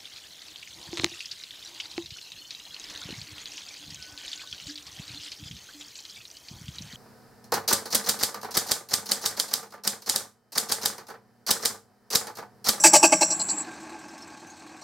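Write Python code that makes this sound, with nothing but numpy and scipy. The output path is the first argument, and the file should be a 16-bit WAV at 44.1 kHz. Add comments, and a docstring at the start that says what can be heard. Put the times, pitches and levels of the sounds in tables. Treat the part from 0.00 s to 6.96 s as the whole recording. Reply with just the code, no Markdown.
"""Outdoors on wet soil, water runs out of an opened pump filter. The jet breaks on a hose fitting and
spatters on the ground, big lumps of water slap down, and bubbles ring in a puddle.
Fingers knock on a hand-held camera and its case rings; light wind puffs on the microphone.
A hollow plastic part booms softly now and then, and something whistles faintly far away."""
import sys
import numpy as np
from scipy import signal
from scipy.fft import rfft, irfft, next_fast_len
from scipy.io import wavfile
from scipy.ndimage import uniform_filter1d, map_coordinates

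SR = 44100
rng = np.random.default_rng(int(sys.argv[2]) if len(sys.argv) > 2 else 0)


def generate_wav(sig):
    """Save sig (samples, or channels by samples) to the path in sys.argv[1] as 16-bit PCM at SR."""
    pcm = np.round(np.clip(np.atleast_2d(sig).T, -1, 1) * 32767).astype(np.int16)
    wavfile.write(sys.argv[1], SR, pcm)


N = 306936

# A tone table sets the balance of low and high sound. A ring time is the time to fade by 60 dB.
# tone of the outdoor air: frequency_hz, level_db
AIR_TONE = [(20, -13), (70, 5), (150, 0), (400, 2), (1000, -6.5), (4000, -7.5), (10000, -5.5), (14000, -6),
            (16000, -7.5)]
# tone of a faint, bright hiss: frequency_hz, level_db
HISS_TONE = [(200, 2), (2000, -5), (5500, -9), (9000, 6.5), (14000, 12.0)]
# the far whistle: time_s, pitch_hz, level_db
WHISTLE_PATH = [(3.965, 1520, -61), (4.02, 1503, -60.5), (4.22, 1500, -64.5), (4.29, 1514, -71),
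                (4.36, 1506, -61), (4.51, 1524, -62)]

# tone of wind on the microphone: frequency_hz, level_db
WIND_TONE = [(20, -46), (40, -28), (70, 0.5), (120, -0.5), (200, -6), (300, -22), (500, -63), (1000, -52)]
# breaths of wind: start_s, length_s, level_db
WIND_GUSTS = [(0.8, 0.29, -57.5), (1.98, 0.11, -58), (2.33, 0.12, -68), (3.06, 0.27, -58),
              (3.85, 0.13, -59), (4.5, 0.22, -65), (4.92, 0.22, -57.5), (5.44, 0.15, -53.5),
              (6.5, 0.75, -55.5)]
# short low thumps on the microphone (puffs of wind and a dull handling bump): time_s, level_db, pitch_hz
LOW_THUMPS = [(0.891, -33, 132), (0.997, -29, 111), (1.039, -22, 220), (2.123, -35, 104),
              (3.058, -30.5, 138), (3.091, -28, 390), (3.105, -28.5, 303), (3.129, -27, 210),
              (3.186, -32.5, 119), (3.331, -43, 134), (3.882, -35, 133), (3.925, -35, 145), (4.13, -42, 92),
              (4.641, -38, 110), (4.669, -33.5, 125), (5, -26, 143), (5.106, -33.5, 124), (5.43, -30, 122),
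              (5.462, -33, 125), (5.511, -32.5, 134), (5.528, -40, 90), (5.55, -33, 161),
              (6.515, -30.5, 160), (6.54, -35, 115), (6.564, -37, 90), (6.617, -33, 142), (6.645, -36, 105),
              (6.688, -24.5, 128), (6.775, -40, 105), (6.809, -30, 180), (6.849, -36, 132),
              (6.936, -34, 189), (6.948, -37, 96)]

# tone of the plastic part's hum: frequency_hz, level_db
HUM_TONE = [(150, -19), (255, -15), (298, -3.0), (335, -15.0), (400, -22), (700, -32.5)]
# notes the plastic part rings at: pitch_hz, level_db, ring_s
PLASTIC_NOTES = [(296, 11, 0.36), (272, -17, 0.59), (320, 5, 0.1)]
# its soft booms: start_s, level_db, rise_s
PLASTIC_BOOMS = [(3.279, -48.5, 0.0069), (3.479, -65, 0.013), (3.801, -51, 0.0077), (4.107, -53.5, 0.013),
                 (4.675, -42, 0.014), (5.141, -48, 0.0086), (5.39, -53, 0.01), (5.74, -51, 0.019)]

# fingers knocking on the camera: start_s, click_db, case_db, treble_limit_hz
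FINGER_KNOCKS = [(.930, -26, -26.5, 5000), (0.9724, -17.5, -40, 12100), (0.9775, -20, -38, 6000),
                 (0.9836, -25, -44, 9000), (0.993, -25, -37, 5000), (0.997, -12, -27, 4000),
                 (1.034, -25, -26, 4000), (1.043, -26, -29, 12000), (1.044, -2, -19.5, 13600),
                 (1.063, -24.5, -35.5, 6000), (1.117, -45, -41, 5000), (1.9791, -18.5, -21.5, 3500)]
# notes in a finger's click: pitch_hz, level_db, ring_s
CLICK_NOTES = [(1330, -8, 0.0063), (2120, 3.5, 0.0032), (4100, 7.5, 0.0028), (5110, -1.5, 0.0037),
               (6470, -4.5, 0.0042), (7400, -7, 0.0037), (10650, -9, 0.0019)]
# notes the camera's case rings at: pitch_hz, level_db, ring_s
CASE_NOTES = [(339.4, 7, 0.12), (303, -12, 0.086), (490, -6, 0.0093), (744, 7, 0.016), (1046, -5.5, 0.027)]
# the hand shifts its grip: start_s, length_s, level_db
GRIP_RUBS = [(0.79, 0.29, -55.5), (1.7, 0.31, -59), (3.09, 0.048, -56), (6.53, 0.039, -58.5)]
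# tone of that rubbing: frequency_hz, level_db
RUB_TONE = [(120, -29), (270, -13), (335, 1.5), (420, -15.5), (600, -10.5), (1000, -5.5), (1400, -24),
            (3000, -45)]
# a finger drags past the microphone: start_s, length_s, level_db
FINGER_SCRAPES = [(0.981, 0.004, -39), (1.010, 0.007, -40), (1.036, 0.005, -38)]
# tone of that scraping: frequency_hz, level_db
SCRAPE_TONE = [(300, -2), (1000, -3), (2500, -3), (5000, -3), (6500, -8), (8500, -5), (14000, -35)]

# large bubbles closing in the puddle: start_s, level_db, pitch_hz, climb_share_per_s
BIG_BUBBLES = [(2.162, -48, 1415, 2.3), (3.018, -41.5, 1486, 2.9), (3.1384, -39.5, 2155, 4.3),
               (4.3943, -38, 2400, 3.9), (4.415, -44, 1570, 4.3), (4.435, -44.5, 1110, 1),
               (4.534, -46, 1525, 3.7), (4.694, -44.5, 1700, 2), (5.689, -41.5, 1405, 14.5),
               (6.168, -42, 2360, 3.4), (6.203, -43.5, 2610, 1.1)]
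# the biggest lumps of water slapping down: start_s, peak_db, pitch_hz
BIG_SLAPS = [(0.053, -31, 3500), (0.159, -34, 4100), (0.167, -32, 3770), (0.4163, -34, 4200),
             (0.557, -29, 3150), (0.6256, -32, 2630), (0.6727, -32.5, 2180), (0.827, -32, 4130),
             (1.204, -23.5, 2675), (1.255, -27, 5070), (1.3114, -26, 4760), (1.315, -23.5, 4510),
             (1.325, -29, 4060), (1.4354, -27, 3970), (1.5062, -27, 3550), (1.7989, -22, 2900),
             (1.8025, -26, 3300), (1.855, -31, 4000), (1.9125, -29, 4180), (2.058, -29.5, 3930),
             (2.104, -29.5, 4040), (2.139, -36, 4100), (2.1683, -33, 5870), (2.1834, -31, 2890),
             (2.2114, -31.5, 4000), (2.3175, -27.5, 3770), (2.505, -25, 3950), (2.5471, -28.5, 3850),
             (2.742, -28, 4230), (2.763, -30.5, 2950), (2.7958, -26.5, 6400), (2.8393, -31, 5050),
             (2.898, -30, 5330), (3.1056, -28.5, 4200), (3.2132, -27.5, 4300), (3.38, -28, 3160),
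             (3.4552, -24, 3930), (3.5771, -25.5, 3170), (3.9032, -29.5, 4860), (3.943, -28, 6470),
             (4.0238, -26, 4800), (4.175, -26, 4180), (4.278, -26, 3550), (4.315, -28.5, 4540),
             (4.329, -22, 3520), (4.375, -29.5, 4490), (4.512, -30, 5270), (4.525, -23.5, 3240),
             (4.5983, -28, 2770), (4.668, -32, 3950), (4.7544, -30, 4300), (4.775, -29, 3550),
             (4.78, -31, 3670), (5.078, -32, 3980), (5.091, -34, 4080), (5.1974, -35, 3360),
             (5.3165, -25, 4520), (5.4362, -32.5, 3330), (5.5107, -30.5, 3160), (5.8114, -33, 3800),
             (5.9535, -28.5, 4540), (5.988, -29, 4200), (6.05, -30.5, 4130), (6.0955, -33.5, 4500),
             (6.251, -32.5, 4020), (6.311, -35, 5900), (6.3675, -33, 4600), (6.4835, -29.5, 4240),
             (6.68, -30, 3200), (6.782, -24.5, 3900), (6.8194, -30, 5750)]

# how loudly the jet lands: time_s, soil_db, puddle_db
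JET_LEVELS = [(0.0, -47, -62), (0.56, -49, -61), (0.97, -43, -66), (1.25, -44.5, -71), (1.55, -48, -61.5),
              (1.96, -44, -71), (2.34, -47.5, -63), (2.79, -45.5, -57), (2.95, -43.5, -51),
              (3.2, -43, -56.5), (3.45, -44.5, -54.5), (3.7, -43, -58), (3.95, -46, -60),
              (4.27, -45.5, -56), (4.48, -43, -61.5), (4.79, -48, -61.5), (5.1, -43, -54.5),
              (5.3, -44, -61.5), (5.5, -47.5, -61.5), (5.65, -50.5, -62), (5.82, -48, -59), (6.2, -50, -65),
              (6.56, -52.5, -61.5), (6.96, -47, -53)]
# tone of the spatter on the soil: frequency_hz, level_db
SPATTER_TONE = [(940, -15), (1600, -6), (2300, -6), (3220, -0.5), (3690, 0), (4220, 0.5), (5710, -6),
                (6480, -4.5), (8490, -12.5), (12000, -18), (15600, -51), (22000, -120)]
# tone of the low splash in the puddle: frequency_hz, level_db
PUDDLE_TONE = [(150, -13), (450, 0.5), (800, 2), (1300, 0.5), (1900, 4), (2600, 0.5), (5000, -37)]
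# tone of the fine spray: frequency_hz, level_db
SPRAY_TONE = [(3000, -12), (5500, -2), (7000, -5.5), (9000, -11), (12000, -22), (16000, -23)]
# the jet spurts: start_s, length_s, strength_db
JET_SPURTS = [(3.08, 0.06, -8), (4.25, 0.046, 2), (4.665, 0.06, 4)]
# the jet falters: start_s, length_s, lost_share_db
JET_LULLS = [(2.43, 0.062, -20), (3.3, 0.042, -5), (4.09, 0.06, -7), (4.81, 0.085, -9), (5.37, 0.051, -9),
             (6.28, 0.04, -3), (6.39, 0.04, -9.5)]
# the jet tears into separate drops: start_s, length_s, added_share_db
JET_DRIBBLES = [(2.05, 0.41, -8), (5.95, 0.28, -3)]
# the jet strays into the hose mouth: start_s, length_s, share_db
JET_IN_HOSE = [(0.0, 0.78, -9), (2.0, 0.79, -1.5)]
# notes the hose mouth rings at: pitch_hz, width_hz, level_db
HOSE_NOTES = [(2870, 120, -1), (3330, 150, -3), (4080, 140, 2.5), (5070, 500, -5), (6300, 320, -6)]
# the jet breaks on the fitting: start_s, length_s, share_db
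JET_ON_FITTING = [(3.4, 1.32, -3.5), (5.4, 1.7, -2)]
# notes the fitting's hollows ring at: pitch_hz, width_hz, level_db
FITTING_NOTES = [(2520, 160, -0.5), (3245, 160, 4.5), (4100, 230, -7), (4660, 570, -3), (5570, 810, -7),
                 (6470, 740, 2.5)]
# the jet glances off the fitting as fine spray: start_s, length_s, level_db
SPRAY_BURSTS = [(3.52, 0.089, -55.5), (4.25, 0.11, -53.5), (4.67, 0.055, -52), (5.22, 0.043, -52.5),
                (5.73, 0.17, -63.5), (5.98, 0.015, -49)]


def amp(db):
    """Turn decibels into a number to multiply by."""
    return 10 ** (np.asarray(db) / 20)


def unit(x):
    """Scale a sound to an average strength (rms) of 1."""
    return x / np.sqrt(np.mean(x ** 2) + 1e-20)


def curves(rows):
    """Join a table's points with lines: one curve for each column after the time."""
    times, *columns = np.transpose(rows)
    return [np.interp(np.arange(N) / SR, times, column) for column in columns]


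def during(rows):
    """Fade in at a table's first time and out by its last."""
    t = np.arange(N) / SR
    return np.clip(np.minimum(t - rows[0][0], rows[-1][0] - t) / 0.022, 0, 1)


def wobble(rate):
    """A smooth curve through rate random points a second."""
    points = rng.standard_normal(int(N * rate / SR) + 4)
    return map_coordinates(points, [np.arange(N) * rate / SR])


def add(track, s, sound):
    """Mix a sound into a track, starting at s seconds."""
    part = track[max(round(s * SR), 0):][:len(sound)]
    part += sound[:len(part)]


def swells(rows, attack, release):
    """A loudness curve for events that rise, hold and die away; attack and release are in seconds."""
    out = np.zeros(N)
    for s, length, db in rows:
        t = np.arange(max(s - 10 * attack, 0), s + length + 10 * release, 1 / SR)
        shape = np.exp(np.minimum(t - s, 0) / attack - np.maximum(t - s - length, 0) / release)
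        add(out, t[0], amp(db) * shape)
    return out


def filtered(x, response):
    """Turn each frequency of a sound up or down by response(hz)."""
    size = next_fast_len(N + 8192)
    return irfft(rfft(x, size) * response(np.fft.rfftfreq(size, 1 / SR)), size)[..., :N]


def coloured(x, tone):
    """Shape a sound with a tone table, at strength 1."""
    points_hz, db = np.transpose(tone)
    return unit(filtered(x, lambda hz: amp(np.interp(np.log(hz + 1), np.log(points_hz), db))))


def noise(tone):
    """Noise with the given tone, at strength 1."""
    return coloured(rng.standard_normal(N), tone)


def patchy(x, depth_db):
    """Make patches of pitch flicker, as when air pockets open and close in a splash."""
    bands = signal.stft(x, nperseg=512)[2]
    patches = uniform_filter1d(rng.standard_normal(bands.shape), 5, axis=0)
    patches = uniform_filter1d(patches, 6, axis=1)
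    return unit(signal.istft(bands * amp(depth_db * unit(patches)), nperseg=512)[1][:N])


def blend(a, b, share):
    """Mix two sounds at a steady power; share is the part given to b."""
    share = np.clip(share, 0, 1)
    return np.sqrt(1 - share) * a + np.sqrt(share) * b


def ring(notes, rise_s, length=SR // 2):
    """A struck object's notes build up and die away, with a peak of 1."""
    t = np.arange(length) / SR
    sound = sum(amp(db - 60 * t / ring_s) * np.sin(2 * np.pi * hz * t) for hz, db, ring_s in notes)
    sound *= 1 - np.exp(-(t / rise_s) ** 2)
    return sound / np.abs(sound).max()


def resonate(x, notes):
    """A hollow space favours the parts of a sound near its own notes."""
    def response(f):
        return sum(amp(db) * 1j * f * width / (hz * hz - f * f + 1j * f * width)
                   for hz, width, db in notes)
    return unit(filtered(x, response))


def background():
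    """Quiet outdoor air, a far whistle and the thin whine of the camera's electronics."""
    hz, db = curves(WHISTLE_PATH)
    whistle_gain = amp(db + 2 + 2.2 * wobble(40)) * during(WHISTLE_PATH)
    wavering_hz = hz * (1 + 0.009 * wobble(90))
    whistle = whistle_gain * unit(np.sin(2 * np.pi * np.cumsum(wavering_hz) / SR))
    whine = amp(-78.5) * np.sin(2 * np.pi * 12897 * np.arange(N) / SR)
    air = amp(-59.0) * patchy(noise(AIR_TONE), depth_db=2.0)
    return air + whistle + whine


def wind_and_thumps():
    """Gusts rumble; puffs of wind and a dull handling bump give short, low thumps on the microphone."""
    thumps, thump_rumble = np.zeros(N), np.zeros(N)
    t = np.arange(-SR // 20, SR // 20) / SR
    for s, db, hz in LOW_THUMPS:
        wave = np.cos(2 * np.pi * (hz * t + rng.uniform()))
        add(thumps, s + t[0], amp(db - 3.5) / np.cosh(t * hz / 0.29) * wave)
        add(thump_rumble, s + t[0], amp(db - 35) * np.hanning(len(t)))
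    calm = amp(-72.5)
    gusts = swells(WIND_GUSTS, attack=0.051, release=0.042)
    rumble = (calm + gusts + thump_rumble) * unit(noise(WIND_TONE) * amp(4.3 * wobble(30)))
    bass_cut = signal.butter(3, 48, "highpass", fs=SR, output="sos")  # a tiny microphone misses deep bass
    return signal.sosfilt(bass_cut, thumps + rumble)


def sloshing(x, bend, rate):
    """Moving water sways a pitch by about the share bend, rate times a second."""
    drift = signal.lfilter([1], [1, -np.exp(-10 / SR)], bend * wobble(rate))
    return map_coordinates(x, [np.arange(N) + drift], mode="mirror")


def hollow_plastic():
    """A hollow plastic part hums along with the puddle's splash and booms when water nudges it."""
    puddle_db = curves(JET_LEVELS)[1]
    average_db = puddle_db.mean()
    out = amp(average_db - 9 + 1.43 * (puddle_db - average_db)) * noise(HUM_TONE)
    for s, db, rise_s in PLASTIC_BOOMS:
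        add(out, s, amp(db) * ring(PLASTIC_NOTES, rise_s))
    return sloshing(out, bend=0.025, rate=58) * amp(2.5 * wobble(45))  # the level gurgles too


def fingers_on_camera():
    """Fingers click on the camera, rub it and scrape it; its case rings dully."""
    knocks, t = np.zeros(N), np.arange(SR // 8) / SR
    for s, click_db, case_db, treble_limit_hz in FINGER_KNOCKS:
        notes = [(hz * np.exp(rng.normal(0, 0.04)), db, ring_s) for hz, db, ring_s in CLICK_NOTES]
        click = ring(notes, rise_s=0.0004, length=len(t))
        scuff = amp(-25.0 - 60 * t / 0.02) * rng.standard_normal(len(t))
        soft_fingertip = signal.butter(2, treble_limit_hz, fs=SR)  # dulls the click
        touch = signal.lfilter(*soft_fingertip, click + scuff)
        case = ring(CASE_NOTES, rise_s=0.00072, length=len(t))
        add(knocks, s, amp(click_db) * touch / np.abs(touch).max() + amp(case_db) * case)
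    rub = swells(GRIP_RUBS, attack=0.033, release=0.037) * noise(RUB_TONE)
    rough_skin = unit(noise(SCRAPE_TONE) * amp(2.3 * wobble(630)))
    scrape = swells(FINGER_SCRAPES, attack=0.002, release=0.003) * rough_skin
    return knocks + rub + scrape


def bubbles(ring_s=0.09):
    """A bubble's pitch climbs as it nears the surface of the shallow puddle."""
    out, t = np.zeros(N), np.arange(SR // 25) / SR
    for s, db, hz, climb in BIG_BUBBLES:
        phase = 2 * np.pi * hz * t * (0.98 + climb * t / 2)
        ripple = np.cumsum(rng.normal(0, 0.11, len(t)))  # the churning puddle jostles the bubble
        loudness = amp(db - 60 * t / ring_s) * (1 - np.exp(-t / 0.00029))
        add(out, s, loudness * np.sin(phase + ripple))
    return out


def slaps(rows, climb_share_per_s=7.3):
    """Each lump of water smacks the ground, rings a small air pocket and scatters droplets."""
    out, t = np.zeros(N), np.arange(SR // 16) / SR
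    splash_band = signal.butter(3, [2200, 5800], "bandpass", fs=SR, output="sos")
    for s, db, hz in rows:
        white = rng.standard_normal((2, len(t)))
        near_pitch = signal.lfilter(*signal.iirpeak(hz, 2, SR), white[0])
        churn = unit(signal.lfilter(*signal.iirpeak(hz, 5, SR), near_pitch))
        splash = unit(signal.sosfilt(splash_band, white[1]))
        ring_s = 0.0084 * np.exp(0.54 * rng.standard_normal())  # no two pockets last alike
        chirp = np.sin(2 * np.pi * hz * t * (1 + climb_share_per_s * t / 2))
        pocket = amp(-60 * t / ring_s) * (0.45 * churn + chirp)
        smack = amp(-5.5 - 60 * t / 0.004) * splash
        scatter = amp(-18 - 60 * t / 0.075) * (splash + churn)
        slap = pocket * (1 - np.exp(-t / 0.00027)) + (smack + scatter) * (1 - np.exp(-t / 0.0009))
        add(out, s + 0.0017, amp(db) * slap / np.abs(slap).max())
    return out


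def small_slaps(per_s=6, typical_hz=4130):
    """Smaller lumps of water fall at random, louder with the flow up to a limit."""
    soil_db = np.minimum(curves(JET_LEVELS)[0], -47)  # a fast jet tears its lumps finer
    count = int(per_s * N / SR)
    timing, size, pitch = rng.uniform(-1.1, 1, (count, 3)).T
    at = ((np.arange(count) + (1 + timing) / 2) * N / count).astype(int)
    return slaps(zip(at / SR, soil_db[at] + 11 + 3 * size, typical_hz * np.exp(0.336 * pitch)))


def droplets(tone, rate, hz, spread, cycles, size_db, scatter_s, count=3):
    """Water lands in rate lumps a second; each traps count tiny bubbles that ring at similar pitches."""
    lumps = int(rate * N / SR)
    total = lumps * count
    lump_s = np.repeat((np.arange(lumps) + rng.uniform(-1, 1, lumps)) / rate, count)
    start_s = lump_s + rng.exponential(scatter_s, total)
    pitch_offset = np.repeat(rng.standard_normal(lumps), count) + 0.5 * rng.standard_normal(total)
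    pitch_hz = np.clip(hz * np.exp(spread * pitch_offset), 400, 13000)
    lump_size = np.repeat(np.minimum(rng.exponential(1, lumps), 2.5), count)
    gain = amp(size_db * (lump_size + np.minimum(rng.exponential(1, total), 2.5)))
    fade_cycles = cycles * np.exp(0.5 * rng.standard_normal(total))
    sample = np.arange(256)
    progress = sample / len(sample)
    turns = pitch_hz[:, None] * sample / SR * (1 + 0.077 * progress)  # the pitch climbs a little
    shape = np.minimum(turns / 0.62, 1) * np.exp(-turns / fade_cycles[:, None]) * (1 - progress)
    pings = (gain * rng.choice([-1, 1], total))[:, None] * shape * np.sin(2 * np.pi * turns)
    at = (np.abs(start_s) * SR).astype(int)[:, None] + sample
    return coloured(unit(np.bincount(at.ravel(), pings.ravel(), N)[:N]), tone)


def filling_hollow(splash, notes, share, bend=0.06):
    """A share of the splash rings in a hollow whose pitch wanders as it fills and spills."""
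    fill = np.clip(1 + wobble(13), 0, 2)
    ringing = np.zeros(N)
    for stage in range(3):  # drained, half full, flooded
        shifted = [(hz * (1 + bend * (stage - 1)), width, db) for hz, width, db in notes]
        ringing += np.clip(1 - np.abs(fill - stage), 0, 1) * resonate(splash, shifted)
    share = np.clip(share, 0, 1)
    return (1 - share) * splash + share * unit(ringing)


def jet_thinning(lead_s=0.0095, lost_share_db=-16.5):
    """How much of the jet is left as it falters, and as it thins just before each big lump."""
    lulls = swells(JET_LULLS, attack=0.022, release=0.017)
    thin_spots = [(s - lead_s, lead_s, lost_share_db) for s, db, hz in BIG_SLAPS]
    return np.clip(1 - lulls - swells(thin_spots, attack=0.012, release=0.0026), 0, 1)


def spatter(flow_db):
    """Droplets patter over a wash of finer ones; some ring in the fitting and the hose mouth."""
    drops = droplets(SPATTER_TONE, rate=420, hz=4250, spread=0.37, cycles=6.5, size_db=2, scatter_s=0.002)
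    dense = patchy(drops + amp(-4.5) * noise(SPATTER_TONE), depth_db=3.0)
    drips = droplets(SPATTER_TONE, rate=53, hz=4780, spread=0.328, cycles=11, size_db=3,
                     scatter_s=0.00067)
    dribble = swells(JET_DRIBBLES, attack=0.078, release=0.13) ** 2
    splash = blend(dense, drips, 0.053 + 0.33 * flow_db + dribble)  # more separate drips when loud
    on_fitting = swells(JET_ON_FITTING, attack=0.065, release=0.15) ** 2
    in_hose = swells(JET_IN_HOSE, attack=0.1, release=0.08) ** 2
    splash = filling_hollow(splash, FITTING_NOTES, on_fitting)
    return filling_hollow(splash, HOSE_NOTES, in_hose)


def water_jet(ordinary_db=-44):
    """The falling jet spatters on the soil, plops into the puddle and throws off fine spray."""
    soil_db, puddle_db = curves(JET_LEVELS)
    flow_db = soil_db - ordinary_db
    surge = wobble(40)  # the jet breaks up unevenly
    spurts = 1 + 0.44 * swells(JET_SPURTS, attack=0.0045, release=0.014)
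    soil = amp(soil_db - 0.96 + 1.5 * surge) * spurts * jet_thinning() * spatter(flow_db)
    plops = droplets(PUDDLE_TONE, rate=260, hz=1534, spread=0.484, cycles=6.7, size_db=2.5,
                     scatter_s=0.004)
    low_splash = patchy(plops + amp(4.5) * noise(PUDDLE_TONE), depth_db=3.0)
    puddle = amp(puddle_db - 0.5 + 1.6 * surge) * low_splash
    mist = droplets(SPRAY_TONE, rate=240, hz=7310, spread=0.257, cycles=13.6, size_db=4,
                    scatter_s=0.0021, count=5)
    bursts = swells(SPRAY_BURSTS, attack=0.014, release=0.014)
    spray = (amp(-56 + 0.2 * flow_db + 0.68 * surge) + bursts) * mist
    return soil + puddle + spray


def scene():
    """Both channels carry the same sound, plus a faint, bright hiss that differs left and right."""
    water = water_jet() + slaps(BIG_SLAPS) + bubbles()
    surroundings = fingers_on_camera() + hollow_plastic() + wind_and_thumps() + background()
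    mono = water + surroundings + small_slaps()
    return mono + amp(-80.5) * np.array([noise(HISS_TONE), noise(HISS_TONE)])


def record(dry):
    """The camera cuts off the very highest treble."""
    return filtered(dry, lambda hz: hz < 15650)


dry = scene()
out = record(dry)
generate_wav(out)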